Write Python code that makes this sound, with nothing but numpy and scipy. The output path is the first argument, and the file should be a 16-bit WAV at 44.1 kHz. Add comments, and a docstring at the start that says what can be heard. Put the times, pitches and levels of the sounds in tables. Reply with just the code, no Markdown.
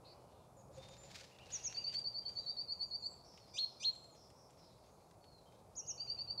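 """A small bird by a feeder net in a berry bush sings two hooked high notes and a ringing trill, twice.
Each note is a nearly pure tone from its voice box, sliding in pitch. Between the songs come two
sharp rising chirps, and other birds whistle and buzz further off. Twigs and net tick and rustle,
the trees scatter every call, and distant traffic rumbles faintly underneath."""
import sys
import numpy as np
from scipy import signal
from scipy.fft import rfft, irfft
from scipy.io import wavfile
from scipy.ndimage import map_coordinates

SR = 44100
rng = np.random.default_rng(int(sys.argv[2]) if len(sys.argv) > 2 else 0)


def output_pcm(signal):
    """Save a mono or channel-first signal as 16-bit PCM at the path in sys.argv[1].

    Samples are clipped to [-1, 1] before scaling.
    """
    pcm = np.clip(np.atleast_2d(signal).T, -1, 1) * 32767
    wavfile.write(sys.argv[1], SR, np.round(pcm).astype(np.int16))


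N = 282240
T = np.arange(N) / SR

# Distant traffic. Each row: time in seconds, base level of engines in dB, base level of tyres in dB.
TRAFFIC = [(0.0, -66.5, -63), (0.5, -67, -65), (0.82, -63.5, -63.5), (1.34, -68, -66.5),
           (1.48, -65.5, -64.5), (3.32, -69, -66), (5.37, -68.5, -66.5), (6.27, -65.5, -64),
           (6.4, -64.5, -64)]
# The tone colour of each noise. Each row: frequency in Hz, relative level in dB.
RUMBLE_COLOUR = [(25, -34.5), (40, -9), (52, -3.5), (66, 0), (80, -1), (100, 1), (127, -4.5), (155, -1.5),
                 (195, -5), (260, -19), (400, -23.5)]
TYRE_COLOUR = [(130, -7.5), (230, -5.5), (310, -6), (400, -3), (550, -1), (740, -2), (1000, -6.5),
               (1300, -13), (1700, -26.5), (2500, -46)]
AIR_COLOUR = [(1500, -8), (2000, -6), (2500, -1.5), (3300, -19.5), (4500, -4), (6500, -2), (8000, -2.5),
              (11300, -3), (12200, -8.5), (15500, -13)]
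RUSTLE_COLOUR = [(1100, -9), (1600, -1), (2400, 2), (2900, -2), (3600, 2.5), (4800, 2.5), (7000, -4),
                 (9500, -16), (12000, -22.5), (15500, -27)]
KNOCK_COLOUR = [(700, -34.5), (1500, -4.5), (3500, 0.5), (6000, -9.5), (8000, -18.5)]
SNAP_COLOUR = [(3000, -25), (6000, -1), (9000, -3), (12000, -23), (15000, -31)]
RASP_COLOUR = [(1800, -14), (3300, 2), (6500, -6), (9000, -8), (13000, -17.5), (15500, -28)]
# Feathers and net stirring. Each row: peak time in seconds, level in dB, seconds to fade by 60 dB.
STIRS = [(.79, -69, 7), (1.167, -55, .4), (1.52, -59.5, 1.5), (1.94, -62, .5), (2.3, -69.5, 1.5),
         (3.36, -74.5, 2.5), (4.5, -81, 6), (6.1, -77, 1)]
# Taps on twigs. Each row: start in seconds, base level in dB, extra treble in dB.
TICKS = [(0.781, -58.5, 1), (.885, -54.5, -0.5), (0.971, -65, -5), (1.035, -58, -8), (1.21, -50, -7),
         (1.386, -53.5, -20), (1.5033, -51, -4), (1.7254, -46.5, -30), (1.925, -51, -8), (1.944, -49.5, 1),
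         (1.99, -56.5, 5.5), (2.2906, -59, 2), (2.8212, -62, 7), (3.375, -53, -14.5), (3.585, -55, 8),
         (3.9504, -63, 9), (4.041, -61, -1), (4.1515, -66, 6), (4.301, -61.5, 0), (4.5047, -65.5, 5),
         (5.11, -63.5, 0), (5.241, -60, -21.5), (5.5212, -60, -15), (6.189, -58, -26.5)]
# Soft arched notes. Each row: time of the top in seconds, middle pitch in Hz, base level in dB.
ARCHES = [(1.341, 2870, -69.5), (1.424, 2900, -64.5), (1.513, 2900, -67.5), (1.604, 2782, -68),
          (1.699, 2760, -62.5), (1.796, 2880, -61.5), (1.895, 2934, -65.5), (5.841, 2950, -75),
          (5.925, 3000, -70), (6.011, 3000, -69.5), (6.098, 2930, -69.5), (6.195, 2835, -72),
          (6.296, 2900, -75)]
# Buzzy notes. Each row: start and length in seconds, middle pitch and slide in Hz, base level in dB,
# depth in the trees from 0 to 1.
BUZZES = [(0.04, 0.1074, 4410, 480, -64, 0.26), (0.025, .13, 2520, -400, -80.5, 1),
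          (0.121, 0.35, 2890, -380, -89, 1), (2.297, 0.17, 6760, 119, -78.5, .9),
          (2.525, 0.41, 2556, 72, -88, 1), (3.231, 0.16, 5420, -390, -68, 0.82),
          (3.439, 0.34, 5210, 222, -69.5, 0.94), (4.147, 0.14, 5420, -360, -70, 0.85),
          (4.342, .15, 5520, -430, -72.5, .6), (4.564, .13, 5250, -480, -72, .6),
          (4.596, 0.17, 4050, -350, -78, .8), (4.836, .14, 6540, 247, -83.5, 0.76)]
# Short, high, falling calls. Each row: start in seconds, level in dB.
CHIPS = [(0.565, -72.5), (0.727, -73.5), (.88, -72.5), (2.711, -80), (2.857, -76.5), (2.994, -76),
         (4.105, -75)]
# Thin whistles. Each row: start and length in seconds, middle pitch and slide in Hz, level in dB.
WHISTLES = [(0.766, 0.173, 3680, 99, -70.5), (0.97, 0.0935, 7160, -170, -66), (2.137, .071, 4172, 180, -72),
            (2.219, 0.082, 3150, -120, -76.5), (2.381, .1, 4010, 39, -62.5),
            (2.465, 0.064, 3870, -100, -70), (3.008, .17, 7660, -4, -76), (3.378, 0.085, 4386, -440, -73.5),
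            (3.886, .2, 7580, 188, -77), (5.192, .23, 4307, -550, -74.5), (5.457, 0.042, 3150, 13, -77.5)]
# Rising chirps. Each row: start and length of the clear tone in seconds, hoarse pitch in Hz,
# clear pitch in Hz, level of the clear tone in dB.
CHIRPS = [(3.594, 0.055, 2380, 4275, -37), (3.854, 0.051, 2394, 4233, -35.5)]
# A chirp's higher tones. Each row: multiple of the pitch, relative dB when clear, and when hoarse.
OVERTONES = [(1.5, -68, -2), (2, -63.5, 7), (2.5, -73.5, 5), (3, -40.5, -7), (3.5, -82, -10), (4, -66, -40)]
# Notes that open a song. Each row: time of the top in seconds, top pitch in Hz, level in dB.
HOOKS = [(1.532, 6823, -41.5), (1.647, 6736, -40.5), (5.773, 6810, -44.5), (5.883, 6750, -42)]
# Trill notes. Each row: time of the pitch dip in seconds, pitch there in Hz, level at the swell in dB.
TRILL = [(1.755, 4473, -41.5), (1.852, 4472, -38.5), (1.949, 4440, -37.5), (2.052, 4444, -39),
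         (2.151, 4414, -40), (2.261, 4436, -40), (2.366, 4430, -40), (2.472, 4390, -39.5),
         (2.577, 4381, -41), (2.692, 4285, -40.5), (2.804, 4367, -39), (2.921, 4297, -40),
         (3.036, 4264, -40), (5.988, 4495, -44.5), (6.083, 4460, -40), (6.185, 4420, -42.5),
         (6.286, 4410, -40.5), (6.388, 4450, -37.5)]

CALL_BOW = 0.0317  # share of its pitch by which both ends of a far call sag


def undb(db):
    """Turn decibels into a volume factor."""
    return 10 ** (np.asarray(db) / 20)


def unit(x):
    """Scale a sound to an average (rms) strength of 1."""
    return x / np.sqrt(np.mean(x ** 2))


def colour(x, points):
    """Filter by (Hz, dB) points, falling 30 dB an octave beyond the ends; the strength becomes 1."""
    hz, db = np.transpose(points)
    octave = np.log2(np.maximum(np.fft.rfftfreq(len(x), 1 / SR), 1))
    outside = np.abs(octave - np.clip(octave, np.log2(hz[0]), np.log2(hz[-1])))
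    gain = undb(np.interp(octave, np.log2(hz), db) - 30 * outside)
    return unit(irfft(rfft(x) * gain, len(x)))


def noise(points, n=N):
    """Noise with the given tone colour."""
    return colour(rng.standard_normal(n), points)


def wander(rate, n=N):
    """A smooth random curve, about 1 in size, that changes rate times a second."""
    knots = rng.standard_normal(int(n * rate / SR) + 2)
    return map_coordinates(knots, [np.arange(n) * rate / SR], order=3, mode="nearest")


def add(out, s, x):
    """Mix x in, starting at s seconds."""
    i = max(int(s * SR), 0)
    out[i:i + len(x)] += x[:max(N - i, 0)]


def ramp(t, length_s):
    """Rise from 0 at time zero to 1 after length_s."""
    return np.clip(t / length_s, 0, 1)


def fades(t, in_s, out_s):
    """Fade in, hold, and fade out."""
    return ramp(t - t[0], in_s) * ramp(t[-1] - t, out_s)


def swing(t, before_s, after_s):
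    """A smooth turn: 1 before, 0 at time zero, 1 again after."""
    return np.sin(np.pi / 2 * (ramp(-t, before_s) + ramp(t, after_s))) ** 2


def phase_of(hz):
    """The running angle of a wave whose pitch moves."""
    return 2 * np.pi * np.cumsum(hz) / SR


def whistle(hz, db, jitter):
    """A nearly pure tone from a bird's voice box; the pitch trembles by the share jitter."""
    trembling_hz = hz * (1 + jitter * wander(521.7, len(hz)))
    return np.sqrt(2) * undb(db) * np.sin(phase_of(trembling_hz))


def slur(length_s, hz, slide_hz, bow, db, jitter, flutter=0, soft=0.36):
    """A note that swells and fades while its pitch slides along a bowed line."""
    u = np.linspace(-1, 1, int(length_s * SR))
    pitch = hz * (1 - bow * u ** 2) + slide_hz * u / 2 + flutter
    return signal.windows.tukey(len(u), soft) * whistle(pitch, db, jitter)


def trees(x, near_db, far_db, near_s=0.18, far_s=0.77):
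    """Nearby trunks return a quick spray of echoes; the wood behind adds a longer, faint ring."""
    t = np.arange(SR) / SR
    spray = (rng.random(SR) < 500 / SR) * rng.standard_normal(SR) * (t > .005) * undb(-60 * t / near_s)
    ring = rng.standard_normal(SR) * ramp(t, 0.014) * undb(-60 * t / far_s)
    echoes = (undb(near_db) * unit(spray) + undb(far_db) * unit(ring)) / np.sqrt(SR)
    return x + signal.fftconvolve(x, echoes)[:N]


def echo(x, delay_s, db):
    """One distinct echo from a big surface a few metres behind the bird."""
    return x + undb(db) * np.interp(T - delay_s, T, x, left=0)


def traffic(drone_hz=125, whine_hz=550, whine_at_s=0.8, whine_width_s=0.41):
    """Distant engines rumble and drone; tyres make a soft rush and briefly whine."""
    times, *levels = np.transpose(TRAFFIC)
    engines_db, tyres_db = (np.interp(T, times, db) for db in levels)
    rumble = undb(engines_db - 1 + 0.99 * wander(6)) * noise(RUMBLE_COLOUR)
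    rush = undb(tyres_db + 0.66 + .5 * wander(11)) * noise(TYRE_COLOUR)
    drone_db = -59.5 + 2.83 * (engines_db - engines_db.max())  # swells more steeply than the rumble
    drone = undb(drone_db + 2.9 * wander(28)) * np.sin(phase_of(drone_hz * (1 + 0.0694 * wander(30))))
    swell = np.exp(-((T - whine_at_s) / whine_width_s) ** 2)
    whine = undb(-66 + 6 * wander(29.3)) * np.sin(phase_of(whine_hz * (1 + 0.04 * wander(60))))
    return rumble + rush + drone + swell * whine


def air():
    """The air hisses faintly and evenly."""
    return undb(-79) * noise(AIR_COLOUR)


def rustle(scrapes_per_s=1500, rest_db=-84.5, rise_s=0.051):
    """Feathers and net make tiny scrapes over a soft brushing; each stir swells and settles unevenly."""
    sizes = undb(2 * np.minimum(rng.exponential(size=N), 2))
    scrapes = (rng.random(N) < scrapes_per_s / SR) * rng.standard_normal(N) * sizes
    power = undb(rest_db) ** 2
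    for s, db, fade_s in STIRS:
        stir = np.exp(np.minimum((T - s) / rise_s, np.log(1000) * (s - T) / fade_s))
        power = power + (undb(db) * stir) ** 2
    level = np.sqrt(power) * undb(3.5 * wander(70))
    brushing = 0.93 * rng.standard_normal(N)
    return level * colour(unit(scrapes) + brushing, RUSTLE_COLOUR)


def ticks(rise_s=0.00074, decay_s=0.0053):
    """Beaks and claws tap on twigs: a very short woody knock with a brighter snap."""
    out = np.zeros(N)
    t = np.arange(2048) / SR
    tap = ramp(t, rise_s) * np.exp(-t / decay_s)
    for s, db, treble_db in TICKS:
        knock = undb(-3) * noise(KNOCK_COLOUR, len(t))
        snap = undb(treble_db - 6) * noise(SNAP_COLOUR, len(t))
        add(out, s, undb(db) * tap * (knock + snap))
    return out


def arches(length_s=.064, lead_s=.038):
    """A distant bird repeats one arched note about eleven times a second, scooping up from below."""
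    out = np.zeros(N)
    for s, hz, db in ARCHES:
        note = slur(length_s, hz, slide_hz=400, bow=0.219, db=db - 1.5, jitter=0.023, soft=0.4222)
        add(out, s - lead_s, note)
    return out


def buzzes(flutter_hz=400, depth_hz=350, chatter_per_s=3.6, low_hz=3520, high_hz=5158.4):
    """A fast flutter of pitch makes notes buzz; the deeper in the trees, the more ragged and echoing."""
    near, far = np.zeros((2, N))
    # the flock's faint chatter: extra rows with random times and pitches
    chatter = [(when * N / SR, 0.2, low_hz + height * (high_hz - low_hz), 0, -87, 1)
               for when, height in rng.random((int(chatter_per_s * N / SR), 2))]
    for s, length_s, hz, slide_hz, db, away in BUZZES + chatter:
        rate_hz = flutter_hz * (1 + 0.13 * away * wander(200, int(length_s * SR)))
        flutter = depth_hz * np.sin(phase_of(rate_hz))
        note = slur(length_s, hz, slide_hz, CALL_BOW, db, jitter=.035 * away, flutter=flutter)
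        add(near, s, (1 - away) * note)
        add(far, s, away * note)
    return near + trees(far, near_db=-8, far_db=0.5)


def flock_calls():
    """Birds further off give short falling chips and thin curved whistles."""
    out = np.zeros(N)
    for s, db in CHIPS:
        add(out, s, slur(length_s=0.04, hz=6900, slide_hz=-950, bow=CALL_BOW, db=db, jitter=0.0065))
    for s, length_s, hz, slide_hz, db in WHISTLES:
        add(out, s, slur(length_s, hz, slide_hz, CALL_BOW, db, jitter=.006))
    return out


def chirp_voice(phase, hoarse, warble):
    """A tone with overtones. When hoarse, every second wave differs, which adds in-between tones."""
    voice = np.sin(phase)
    for multiple, clear_db, hoarse_db in OVERTONES:
        share = hoarse if multiple == 2 else hoarse ** 3  # the octave fades more slowly
        gain = undb(clear_db) * (1 - warble) + share * undb(hoarse_db)
        voice += gain * np.sin(multiple * phase)
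    return voice


def chirps(hoarse_s=.031, climb_s=.029, start_db=-60, warble_hz=180, warble_fade_s=0.0086):
    """A hoarse start warbles upward with a rasp, grows louder, and locks into a clear ringing tone."""
    out = np.zeros(N)
    for s, length_s, low_hz, clear_hz, db in CHIRPS:
        t = np.arange(-hoarse_s, climb_s + length_s, 1 / SR)  # zero where the climb begins
        climb = ramp(t, climb_s)
        hoarse = 1 - ramp(t, 0.019)
        warble = ramp(t, warble_fade_s) * ramp(climb_s + warble_fade_s / 2 - t, warble_fade_s)
        start_hz = low_hz + 4000 * (np.minimum(t, 0) + hoarse_s / 2)  # creeps up before the climb
        held_hz = clear_hz - 110 * ramp(t - t[-1] + .006, .006)  # drops at the very end
        hz = start_hz * (held_hz / start_hz) ** climb
        hz += 287.04 * warble * np.sin(2 * np.pi * warble_hz * t)
        hz += 13.7 * wander(96.6, len(t)) + (8 + 22 * hoarse) * wander(700, len(t))
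        voice = chirp_voice(phase_of(hz), hoarse, warble)
        rasp = undb(-27) * warble * noise(RASP_COLOUR, len(t))
        level_db = start_db + (db - start_db) * ramp(climb, .85) ** 1.14 + 1.6 * wander(97, len(t))
        level = np.sqrt(2) * undb(level_db) * fades(t, in_s=0.02, out_s=0.0033)
        add(out, s - climb_s + t[0], level * (voice + rasp))
    return out


def hooks(up_s=.013, down_s=.036, drop_share=0.17573, flick_lead_s=.022):
    """A quick rise and a long slide down, led by a faint upward flick from the voice box's other side."""
    out = np.zeros(N)
    t = np.arange(-up_s, down_s + 0.0014, 1 / SR)
    for s, top_hz, db in HOOKS:
        hz = top_hz * (1 - drop_share * swing(t, up_s, down_s))
        add(out, s + t[0], whistle(hz, db, jitter=.009) * fades(t, in_s=0.02194, out_s=0.005))
        flick = slur(length_s=0.02, hz=6400, slide_hz=3000, bow=.13, db=db - 17, jitter=.009)
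        add(out, s - flick_lead_s, flick)
    return out


def trill(aim_hz=4884, reach=0.6005, swell_db=6.5, swell_at_s=0.028, swell_width_s=0.016):
    """Each note starts abruptly, dips in pitch, then swells and flutters as it climbs towards aim_hz."""
    out = np.zeros(N)
    t = np.arange(-.014, 0.051, 1 / SR)  # zero at the dip
    climb = reach * swing(t, before_s=0.0224, after_s=0.0388)
    shape_db = swell_db * (np.exp(-((t - swell_at_s) / swell_width_s) ** 2) - 1)
    for s, dip_hz, db in TRILL:
        hz = dip_hz + (aim_hz - dip_hz) * climb
        flutter_db = 2.54 * wander(150, len(t))
        note = whistle(hz, db + shape_db + flutter_db, jitter=.002)
        add(out, s + t[0], note * fades(t, in_s=0.0074, out_s=.008))
    return out


def scene():
    """Mix the birds, the bush and the background; birds further off get more echo."""
    song = trees(echo(trill(), delay_s=.027, db=-17), near_db=-6.5, far_db=-13)
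    song += trees(hooks(), near_db=-7, far_db=-13.5)
    calls = trees(echo(chirps(), delay_s=.047, db=-18), near_db=-9, far_db=-16.5)
    flock = trees(flock_calls(), near_db=2, far_db=-4)
    distant = buzzes() + trees(arches(), near_db=-4, far_db=-5)
    bush = trees(ticks() + rustle(), near_db=-9, far_db=-21.5)
    return (song + calls + flock + distant + bush + traffic() + air())[None]


def record(dry):
    """Cut away the highest treble, above 15700 Hz."""
    return signal.sosfilt(signal.ellip(10, .2, 70, 15700, fs=SR, output="sos"), dry)


dry = scene()
out = record(dry)
output_pcm(out)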